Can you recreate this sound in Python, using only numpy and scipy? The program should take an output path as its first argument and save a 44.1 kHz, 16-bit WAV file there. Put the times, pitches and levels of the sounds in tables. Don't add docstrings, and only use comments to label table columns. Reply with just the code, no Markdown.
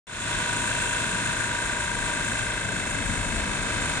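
import sys
import numpy as np
from scipy import signal
from scipy.fft import rfft, irfft
from scipy.io import wavfile
from scipy.ndimage import map_coordinates

SR = 44100
rng = np.random.default_rng(int(sys.argv[2]) if len(sys.argv) > 2 else 0)


def digitize_waveform(pressure):
    field = np.atleast_2d(pressure).T
    bounded = np.clip(field, -1, 1)
    quanta = np.round(bounded * 32767).astype(np.int16)
    wavfile.write(sys.argv[1], SR, quanta)


N = 176400
T = np.arange(N) / SR
HZ = np.maximum(np.arange(N // 2 + 1) * SR / N, 1e-3)

# frequency in Hz, share of the sound that reaches both microphones alike from 0 to 1.
MIC_LIKENESS = [(60, 0.98), (300, 0.89), (1000, 0.6), (1600, 0.83), (2400, 1), (4500, 0.2), (9000, 0)]
# frequency in Hz, left and right level in relative dB.
DEEP_SPECTRUM = [(12, -37, -17), (36.3, 2.5, -10), (60, -7, -5.5), (115, -3.5, -17.5)]
UPPER_SPECTRUM = [(94, -3.5, -30), (152.5, 4, 0.5), (275, 1, -3.5), (366, -12.5, -23), (574, -19, -13)]
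TYRE_SPECTRUM = [(302, 5, 2), (445, 1.5, 2), (636, 5, -1), (810, 0.5, -7), (1500, -10, -24),
                 (3500, -26, -31), (5000, -12, -18), (6200, -10, -20)]
EXHAUST_SPECTRUM = [(25, -12, -13), (50, -5, -25), (118, 6, 2.5), (207, -4, -3), (296, 2, 0),
                    (410, -26, -26.5), (663, -1.5, 2.5)]
HISS_SPECTRUM = [(5380, -43, -33.5), (6810, -65, -10.5), (6640, -20, -13), (7320, -18.5, -11),
                 (7900, -15, -24), (8500, -12, -30), (9140, -12, -22.5), (9746, -24.5, -38),
                 (10100, -67, -53.5), (12100, -44, -41), (14600, -50, -51)]
CLATTER_SPECTRUM = [(355, -12, -17), (584, -13.5, -17), (770, -17, -22), (1180, -12.5, -11.5),
                    (1354, -12.5, -20.5), (1498, -6.5, 0.5), (1676, -5.5, -30), (1730, -16.5, -9.5),
                    (2040, -10.5, -13.5), (2370, -12.5, -15), (2650, -15, -8), (2736, -17.5, -22),
                    (3103, -19, -13), (3330, -60, -23), (3340, -16, -11.5), (4434, -20.5, -19),
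                    (4170, -27.5, -28), (6000, -23, -19.5)]
# time in seconds, gain of the deep and of the upper rumble in dB.
RUMBLE_GAINS = [(.4, -3.5, -4.5), (.9, -5.5, -3), (1.25, -6.5, -0.5), (1.7, -2, -6.5), (2.05, -5, -3.5),
                (2.35, 1.5, -4.5), (2.55, -2.6, -8.5), (2.75, -2, 0.5), (2.9, -3.5, -3.5), (3.12, 4.5, 3.5),
                (3.25, 2, -1.5), (3.35, 4.5, 1), (3.55, 1, -0.5), (3.9, 0, -1)]
# time in seconds, tyre level in dB.
TYRE_LEVELS = [(0, -59), (1.3, -49), (2.4, -42), (3.3, -42.5), (4, -40)]
# time in seconds, engine cycles per second (four firings each).
ENGINE_SPEED = [(0.2, 27.62), (0.7, 27.48), (1.05, 27.49), (1.35, 27.52), (1.8, 27.35), (2.3, 27.18),
                (2.8, 26.83), (3.3, 26.47), (3.9, 25.97)]
# one cylinder's place in the cycle from 0 to 1, then its strength in
# relative dB for exhaust, knock, lower ring, clatter, hiss, ping and clank.
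CYLINDERS = [(0.061, -1.5, -9, 5, 8.5, 21, 4, -41), (0.319, 1, -5.5, -41, -0.5, 22, -11, 1.5),
             (0.552, -1, -42, 1, 5, 25.5, -1, 4), (0.661, -13, 0, -38, -0.5, -11, -26, -4.5)]
# time in seconds, gain of knock, clatter and hiss in dB.
ENGINE_GAINS = [(0.4, -4.5, 3, 0.3), (0.85, 1.5, 2, 3), (1.3, 6, 2.5, 0), (1.6, 3, 0.8, 0.7),
                (2.0, -2, 0.3, -0.5), (2.35, -3, 1, 1), (2.7, -3, -0.6, -2.5), (3.1, -10, 0.1, 0.1),
                (3.45, -9, 1.4, -1.9), (3.85, -6, 2.5, 0.4)]
# frequency in Hz, width in Hz, level in relative dB.
LOWER_RING_MODES = [(602, 24, -15.5), (957, 32, 0), (1175, 35, -12), (1320, 22, -10)]
KNOCK_MODES = [(1430, 28, -2), (1597, 26, 0), (1720, 80, -6), (1812, 30, -5)]
CLANK_MODES = [(2000, 52, 0.34), (2236, 20, -2.4)]
PING_MODES = [(2635, 40, 0), (2747, 24, -4), (3140, 70, -2), (3460, 44, -8)]
# time in seconds, level in dB.
LOWER_RING_LEVELS = [(.25, -41.5), (.6, -38), (1.0, -40.5), (1.4, -38.5), (1.8, -37), (2.3, -40.5),
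                     (2.7, -47.5), (3.1, -42), (3.5, -41.5), (3.9, -43.5)]
# time in seconds, gain of the ping and of the clank in dB.
UPPER_RING_GAINS = [(.4, -5.5, -10), (.9, 1.5, -10), (1.3, -12, -6), (1.8, -4, 3), (2.3, -2.5, -8),
                    (2.8, -10, -5), (3.3, -8, 6.5), (3.85, -7, -4)]
WHISTLES = [(58, .75), (60, .75)]
# time in seconds, level of each whistle in dB.
WHISTLE_LEVELS = [(.3, -45, -60), (.75, -40.5, -60), (1.3, -38.5, -60), (1.8, -39, -60), (2.3, -37, -56),
                  (2.7, -39, -52), (3.0, -43, -47), (3.3, -52, -46), (3.85, -52, -44)]
# place in the cycle from 0 to 1, pitch at the peak in Hz,
# glide at full depth in Hz per second, half length in seconds.
SQUEALS = [(.75, 1565, -16000, .0045), (.13, 2680, 16000, .0026), (.64, 2660, 18000, .0026),
           (.15, 3450, 0, .004), (.37, 2060, -15000, .002), (.69, 2130, 0, .002), (.57, 1670, 0, .0025)]
# time in seconds, level of each squeal in dB.
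SQUEAL_LEVELS = [(.35, -39.5, -50, -48, -43, -56, -56, -53), (.6, -38.5, -46, -46, -48, -56, -54, -51),
                 (.9, -38, -42.5, -42, -60, -54, -52, -48), (1.3, -38, -46, -50, -60, -54, -48, -47),
                 (1.8, -38.5, -54, -56, -53, -47, -47, -46), (2.35, -42.5, -55, -47, -54, -42.5, -44, -43),
                 (2.85, -45, -55, -45, -56, -44, -43, -46), (3.3, -47, -56, -48, -58, -48, -41.5, -50),
                 (3.85, -46, -58, -54, -58, -48, -44, -53)]
# time in seconds, depth from 0 to 1.
GLIDE_DEPTH = [(1.2, .85), (1.9, .65), (2.5, .35)]

DEEP_DB, UPPER_DB, HISS_DB, CLATTER_DB = -37, -36, -35.5, -32.5
KNOCK_DB, PING_DB, CLANK_DB = -42, -43.5, -53
EXHAUST_DB, FIRING_TONE_DB = -43.5, -46
TIMING_JITTER_S, STRENGTH_JITTER_DB, SQUEAL_SCATTER_DB = .00003, 1.9, 1.4
RIGHT_MIC_LAG_S = .00009


def undb(db):
    return 10 ** (np.asarray(db) / 20)


def level(x, db=0):
    return x * undb(db) / np.sqrt(np.mean(x ** 2))


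def curve(table, column=1):
    table = np.array(table)
    return np.interp(T, table[:, 0], table[:, column])


def pan(x, left_db):
    return x * undb(np.array([[left_db], [-left_db]]) / 2)


def colour(pair, spectrum):
    spectrum, likeness = np.array(spectrum), np.array(MIC_LIKENESS)
    alike = np.clip(np.interp(np.log(HZ), np.log(likeness[:, 0]), likeness[:, 1]), 0, 1)
    mid, side = rfft(pair[0]) * np.sqrt(1 + alike), rfft(pair[1]) * np.sqrt(1 - alike)
    skirts = 1 / np.sqrt((1 + (spectrum[0, 0] / HZ) ** 8) * (1 + (HZ / spectrum[-1, 0]) ** 16))
    gains = [undb(np.interp(np.log(HZ), np.log(spectrum[:, 0]), spectrum[:, c])) * skirts for c in (1, 2)]
    return level(irfft(np.array([mid + side, mid - side]) * gains, N))


def rumble():
    deep = colour(rng.standard_normal((2, N)), DEEP_SPECTRUM)
    upper = colour(rng.standard_normal((2, N)), UPPER_SPECTRUM)
    deep *= undb(DEEP_DB + curve(RUMBLE_GAINS, column=1))
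    upper *= undb(UPPER_DB + curve(RUMBLE_GAINS, column=2))
    return deep + upper


def tyres():
    return colour(rng.standard_normal((2, N)), TYRE_SPECTRUM) * undb(curve(TYRE_LEVELS))


def firings(cycle, column, jitter_s=TIMING_JITTER_S):
    pulses, turns = np.zeros(N + 2), np.arange(int(cycle[-1]) + 1)
    for cylinder in CYLINDERS:
        chance = rng.standard_normal((200, 2))[:len(turns)]
        due = turns + cylinder[0]
        at = np.clip((np.interp(due, cycle, T) + jitter_s * chance[:, 0]) * SR, 0, N)
        strength = undb(cylinder[column] + STRENGTH_JITTER_DB * chance[:, 1]) * (due < cycle[-1])
        np.add.at(pulses, at.astype(int), strength * (1 - at % 1))
        np.add.at(pulses, at.astype(int) + 1, strength * (at % 1))
    return pulses[:N]


def bursts(pulses, decay_s, steady):
    pole = np.exp(-1 / (SR * decay_s))
    tails = level(signal.lfilter([1], [1, -pole], pulses))
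    return np.sqrt(tails ** 2 + steady ** 2)


def rattle(cycle, repeat):
    points = 1600
    patterns, fresh = rng.standard_normal((2, points)), rng.standard_normal((2, N))
    locked = np.array([map_coordinates(p, [cycle % 1 * points], mode="grid-wrap") for p in patterns])
    return np.sqrt(repeat) * locked + np.sqrt(1 - repeat) * fresh


def exhaust(cycle):
    puffs = rattle(cycle, repeat=0.34) * bursts(firings(cycle, column=1), decay_s=0.00083, steady=0.95)
    tone = level(np.sin(2 * np.pi * len(CYLINDERS) * cycle), FIRING_TONE_DB)
    return colour(puffs, EXHAUST_SPECTRUM) * undb(EXHAUST_DB) + pan(tone, left_db=4)


def hiss(cycle):
    gas = rattle(cycle, repeat=0.22)
    spits = bursts(firings(cycle, column=5, jitter_s=0.00034), decay_s=0.027, steady=0.49)
    return colour(gas * spits, HISS_SPECTRUM) * undb(HISS_DB + curve(ENGINE_GAINS, column=3))


def clatter(cycle):
    impacts = rattle(cycle, repeat=0.7)
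    surges = bursts(firings(cycle, column=4, jitter_s=0.00029), decay_s=0.038, steady=0.57)
    return colour(impacts * surges, CLATTER_SPECTRUM) * undb(CLATTER_DB + curve(ENGINE_GAINS, column=2))


def ring(x, modes, rise_s):
    response = 0
    for k, (hz, width, db) in enumerate(modes):
        detune = 1j * (HZ / hz - hz / HZ) * hz
        response += (-1) ** k * undb(db) / (1 + detune / width) / (1 + detune * np.pi * rise_s)
    return irfft(rfft(x) * response, N)


def struck_metal(cycle, modes, column, rough, rattle_s, rise_s):
    blows = firings(cycle, column)
    after_rattle = bursts(blows, rattle_s, steady=0) * rng.standard_normal((2, N))
    return level(level(ring(blows, modes, rise_s)) + rough * level(ring(after_rattle, modes, rise_s)))


def engine_block(cycle):
    knock = struck_metal(cycle, KNOCK_MODES, column=2, rough=0.8, rattle_s=0.015, rise_s=0.0011)
    lower = struck_metal(cycle, LOWER_RING_MODES, column=3, rough=0.7, rattle_s=0.02, rise_s=0.003)
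    ping = struck_metal(cycle, PING_MODES, column=6, rough=0.38, rattle_s=0.005, rise_s=0.0015)
    clank = struck_metal(cycle, CLANK_MODES, column=7, rough=0.18, rattle_s=0.0093, rise_s=0.002)
    knock *= undb(KNOCK_DB + curve(ENGINE_GAINS, column=1))
    lower *= undb(curve(LOWER_RING_LEVELS))
    ping *= undb(PING_DB + curve(UPPER_RING_GAINS, column=1))
    clank *= undb(CLANK_DB + curve(UPPER_RING_GAINS, column=2))
    return pan(knock + lower, left_db=4) + pan(ping + clank, left_db=11.5)


def whistle(cycle):
    out = 0
    for column, (multiple, place) in enumerate(WHISTLES, start=1):
        angle = 2 * np.pi * (cycle - place)
        throb = 1 + .25 * np.cos(angle)
        out += level(throb * np.cos(multiple * angle)) * undb(curve(WHISTLE_LEVELS, column))
    return pan(out, left_db=4)


def squeals(cycle):
    out, speed, depth = 0, curve(ENGINE_SPEED), curve(GLIDE_DEPTH)
    for column, (place, hz, glide, half_s) in enumerate(SQUEALS, start=1):
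        turn = np.round(cycle - place)
        chance = rng.standard_normal((200, 2))[turn.astype(int) + 1]
        from_peak_s = (cycle - place - turn) / speed + TIMING_JITTER_S * chance[:, 0]
        swell = np.exp(-(from_peak_s / half_s) ** 2 / 2) * undb(SQUEAL_SCATTER_DB * chance[:, 1])
        chirp = np.cos(2 * np.pi * (hz + glide * depth * from_peak_s / 2) * from_peak_s)
        out += level(swell * chirp) * undb(curve(SQUEAL_LEVELS, column))
    return pan(out, left_db=3)


def scene():
    cycle = np.cumsum(curve(ENGINE_SPEED)) / SR
    metal = squeals(cycle) + whistle(cycle) + engine_block(cycle) + clatter(cycle)
    left, right = metal + hiss(cycle) + exhaust(cycle) + rumble() + tyres()
    late_right = irfft(rfft(right) * np.exp(-2j * np.pi * HZ * RIGHT_MIC_LAG_S), N)
    return np.array([left, late_right])


def record(dry):
    open_s, open_gain, full_ramp_s, top_hz = 0.069, 0.14, 0.28, 14500
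    fade = np.where(T < open_s, 0, np.clip(open_gain + (T - open_s) / full_ramp_s, 0, 1))
    return signal.sosfilt(signal.ellip(8, .2, 70, top_hz, fs=SR, output="sos"), dry * fade)


dry = scene()
out = record(dry)
digitize_waveform(out)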